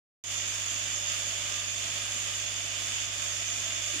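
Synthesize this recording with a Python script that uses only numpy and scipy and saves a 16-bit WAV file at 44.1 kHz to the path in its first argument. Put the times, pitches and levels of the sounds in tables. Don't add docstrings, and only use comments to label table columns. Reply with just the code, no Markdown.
import sys
import numpy as np
from scipy import signal
from scipy.fft import rfft, irfft
from scipy.io import wavfile
from scipy.ndimage import uniform_filter1d, map_coordinates

SR = 44100
rng = np.random.default_rng(int(sys.argv[2]) if len(sys.argv) > 2 else 0)


def wav_out(sig):
    wavfile.write(sys.argv[1], SR, np.round(np.clip(np.atleast_2d(sig).T, -1, 1) * 32767).astype(np.int16))


N = 176400
MAINS_HZ = 49.97


# (time [s], relative level before weighting [dB])
RATTLE_EFFORT = [(.3, -0.9), (.63, -1.5), (.74, 0.6), (.86, -0.7), (.96, 0.6), (1.05, -1), (1.28, -0.3),
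                 (1.56, -0.7), (1.67, -2.5), (1.76, -1), (2.08, -1.8), (2.2, -0.5), (2.29, -1.6),
                 (2.8, -1.3), (2.96, -0.3), (3.12, -1.5), (3.27, -0.6), (3.6, -0.1), (3.82, -1.2),
                 (3.95, -0.5)]
def feeder():
    effort_db = curve(RATTLE_EFFORT)
    heavy = impacts(per_s=4500, bunching=.75, rebound=.15, scatter_db=3.5)
    heavy = hall(heavy, near_t60_s=.02, tail_db=3, direct_db=-5.5)
    light = impacts(per_s=1500, bunching=5, rebound=.3, scatter_db=4.5)
    light = hall(light, near_t60_s=.017, tail_db=5.5, direct_db=-12)
    return (chatter(heavy)
            + jingle(light) * amp(-36.5 + 1.5 * effort_db)
            + track_ring(light) * amp(2.5 + .5 * effort_db))


def impacts(per_s, bunching, rebound, scatter_db, phase_cycles=.04):
    shake = np.cos(2 * np.pi * (MAINS_HZ * clock() - phase_cycles))
    density = np.exp(bunching * (shake - 1)) + rebound * np.exp(bunching * (-shake - 1))
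    hit = rng.random(N) < per_s / SR * density / density.mean()
    polarity = np.sign(rng.standard_normal(N))
    return unit(hit * polarity * amp(scatter_db * rng.standard_normal(N)))


# (frequency [Hz], relative level [dB])
CHATTER_SPECTRUM = [(300, -33.5), (900, -18.5), (1250, -10.5), (2100, -8), (2400, -5), (3100, -1.5),
                    (3550, 0), (3880, -15.5), (4480, -12), (4700, -9), (5800, -15.5), (7500, -24.5),
                    (11000, -43)]
# (time [s], level [dB])
CHATTER_ENVELOPE = [(.3, -38.5), (.6, -39), (.78, -38), (.98, -39), (1.15, -37), (1.5, -37.5),
                    (1.72, -38.5), (2.02, -38), (2.28, -38), (2.42, -38), (2.65, -39), (2.87, -38),
                    (3.03, -37.5), (3.16, -38.5), (3.4, -38.7), (3.8, -38), (4, -37)]
def chatter(hits):
    clatter = unit(filtered(hits, lambda f: amp(along(CHATTER_SPECTRUM, f))))
    return clatter * amp(curve(CHATTER_ENVELOPE) + .58 * wobble(13)) * pan(-4.5)


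# (frequency [Hz], relative level [dB])
JINGLE_SPECTRUM = [(3500, -59), (5000, -15), (6000, -8.5), (6350, -3.5), (6720, 2), (7200, -4), (7650, -11),
                   (8600, -36.5), (11000, -69)]
def jingle(hits):
    treble = unit(filtered(hits, lambda f: amp(along(JINGLE_SPECTRUM, f))))
    return treble * amp(.46 * wobble(28)) * pan(-7.5)


# (frequency [Hz], width [Hz], relative level [dB])
TRACK_MODES = [(1640, 50, -61.5), (1927, 18, -60), (2337, 18, -57), (2416, 20, -52), (2545, 20, -59),
               (2930, 16, -55.5), (3545, 40, -52.5), (3722, 16, -60.5), (4215, 20, -65), (4626, 26, -60.5),
               (4770, 40, -61.5), (5078, 18, -63), (5325, 25, -62), (5488, 20, -63.5), (6275, 24, -52),
               (6714, 50, -53), (7165, 45, -50.5), (8250, 35, -63.5), (8555, 35, -67.5), (11080, 90, -78)]
def track_ring(hits):
    return sum(amp(db) * resonate(hits, hz, width, order=1) for hz, width, db in TRACK_MODES) * pan(-4)


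# (frequency [Hz], relative level [dB])
AIR_SPECTRUM = [(20, -35), (60, -13), (150, -1.5), (300, -2.5), (480, -4.5), (620, -0.5), (900, -3.5),
                (1300, -3.5), (4000, 0), (8200, -0.5), (9700, -4), (10800, -18.5), (11800, -21.5),
                (13700, -9.5), (15000, -23.5)]
# (frequency [Hz], coherence [0-1])
AIR_COHERENCE = [(130, 1), (290, .8), (640, 0.74), (1400, 0), (8000, 0)]
# (time [s], relative level [dB])
HISS_ENVELOPE = [(0.35, -52), (0.42, -60), (0.5, -52.5), (1.06, -57), (1.13, -49.5), (1.44, -55),
                 (1.5, -51), (1.68, -54.5), (2.18, -52.5), (2.64, -56.5), (2.8, -51.5), (3.07, -55.5),
                 (3.11, -68), (3.13, -54), (3.77, -55), (4.0, -48.5)]
def air(level_db=-43.5, swell_db=.74, hiss_corner_hz=5000):
    def mid_side_gains(f):
        angle = np.arccos(np.clip(along(AIR_COHERENCE, f), -1, 1)) / 2
        return amp(along(AIR_SPECTRUM, f)) * [np.cos(angle), np.sin(angle)]

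    mid, side = filtered(rng.standard_normal((2, N)), mid_side_gains)
    rush = unit(np.array([mid + side, mid - side]))
    hiss = filtered(rush, lambda f: f ** 2 / (f ** 2 + hiss_corner_hz ** 2))
    rumble = (rush - hiss) * pan(-2.5)
    hiss_db = curve(HISS_ENVELOPE)
    hiss *= amp(hiss_db - hiss_db.mean())
    return (rumble + hiss) * amp(level_db + swell_db * wobble(9.2))


# (harmonic [x mains], level [dB])
HUM_HARMONICS = [(1, -62.5), (2, -51.5), (3, -74.5), (6, -70.5)]
def magnet_hum():
    tones = sum(amp(db) * np.sin(2 * np.pi * (k * MAINS_HZ * clock() + rng.random()))
                for k, db in HUM_HARMONICS)
    return np.sqrt(2) * tones * pan(-7)


# (frequency [Hz], width [Hz], relative level [dB])
BELT_MODES = [(585.6, 70, 4.5), (679, 40, 5)]
# (time [s], level [dB])
BELT_ENVELOPE = [(.3, -62), (.8, -59.5), (1.35, -53), (1.85, -65), (2, -57), (2.45, -58.5), (2.65, -63),
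                 (3.05, -65), (3.33, -54.5), (3.6, -58.5), (3.78, -52), (4, -59)]
def conveyor_belt(squeal_db=-49):
    rub = hall(rng.standard_normal(N), near_t60_s=.0047, tail_db=5.5, direct_db=1.5)
    drone = unit(sum(amp(db) * resonate(rub, hz, width, order=2) for hz, width, db in BELT_MODES))
    squeal = resonate(rub, hz=5488, width_hz=35, order=2) * swell(peak_s=3.42, sigma_s=.08)
    return (drone * amp(curve(BELT_ENVELOPE)) + squeal * amp(squeal_db)) * pan(-3.5)


# (frequency [Hz], level [dB])
MOTOR_TONES = [(75, -69.5), (117, -73), (247.6, -71), (588, -66), (667.5, -65.5), (1075, -67.5),
               (1201, -62.5)]
def motors(drift_rad=1.3, spread_rad=.78, flutter_db=3):
    whine = np.zeros((2, N))
    for hz, db in MOTOR_TONES:
        phase = 2 * np.pi * hz * clock() + drift_rad * wobble(9)
        stereo_phase = spread_rad * np.array([wobble(5.13), wobble(4.96)])
        whine += np.sqrt(2) * amp(db + flutter_db * wobble(8)) * np.sin(phase + stereo_phase)
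    return whine * pan(-5.5)


def knock(level_db=-45.5):
    body = resonate(rng.standard_normal(N), hz=316, width_hz=76, order=2)
    return body * amp(level_db) * swell(peak_s=3.957, sigma_s=.015) * pan(-5)


def hall(x, near_t60_s, tail_db, direct_db, tail_t60_s=.72, left_lag_s=.0004):
    t, f = clock(), np.fft.rfftfreq(N, 1 / SR)
    near = unit(rng.standard_normal((2, N)) * amp(-60 * t / near_t60_s))
    tail = unit(rng.standard_normal((2, N)) * amp(-60 * t / tail_t60_s))
    direct = np.exp(-2j * np.pi * f * np.array([[left_lag_s], [0]]))
    paths = rfft(unit(near + amp(tail_db) * tail)) / np.sqrt(N) + amp(direct_db) * direct
    band_power = np.abs(uniform_filter1d(np.abs(paths) ** 2, size=100, axis=-1))
    paths /= np.sqrt(band_power)
    return unit(irfft(rfft(x) * paths, N))


def amp(db):
    return 10 ** (np.asarray(db) / 20)


def unit(x):
    return x / np.sqrt(np.mean(x ** 2, axis=-1, keepdims=True) + 1e-20)


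def pan(db):
    return amp(np.array([[db], [-db]]) / 2)


def clock():
    return np.arange(N) / SR


def curve(rows):
    return np.interp(clock(), *np.transpose(rows))


def swell(peak_s, sigma_s):
    return np.exp(-.5 * ((clock() - peak_s) / sigma_s) ** 2)


def wobble(knots_per_s):
    knots = rng.standard_normal(int(N * knots_per_s / SR) + 4)
    return map_coordinates(knots, [clock() * knots_per_s])


def along(rows, hz):
    row_hz, values = np.transpose(rows)
    return np.interp(np.log(hz + 1), np.log(row_hz + 1), values)


def filtered(x, response):
    return irfft(rfft(x) * response(np.fft.rfftfreq(N, 1 / SR)), N)


def resonate(x, hz, width_hz, order):
    return unit(filtered(x, lambda f: (1j * f * width_hz / (hz**2 - f**2 + 1j * f * width_hz)) ** order))


def scene():
    return feeder() + magnet_hum() + motors() + conveyor_belt() + air() + knock()


def record(dry, start_s=.2388, rise_db=6.5, rise_s=.075, cutoff_hz=15100):
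    t = clock() - start_s
    opening = (t > 0) * amp(-rise_db * np.clip(1 - t / rise_s, 0, 1))
    lowpass = signal.firwin(511, cutoff_hz, fs=SR)
    return signal.fftconvolve(dry * opening, lowpass[None], 'same', axes=1)


dry = scene()
out = record(dry)
wav_out(out)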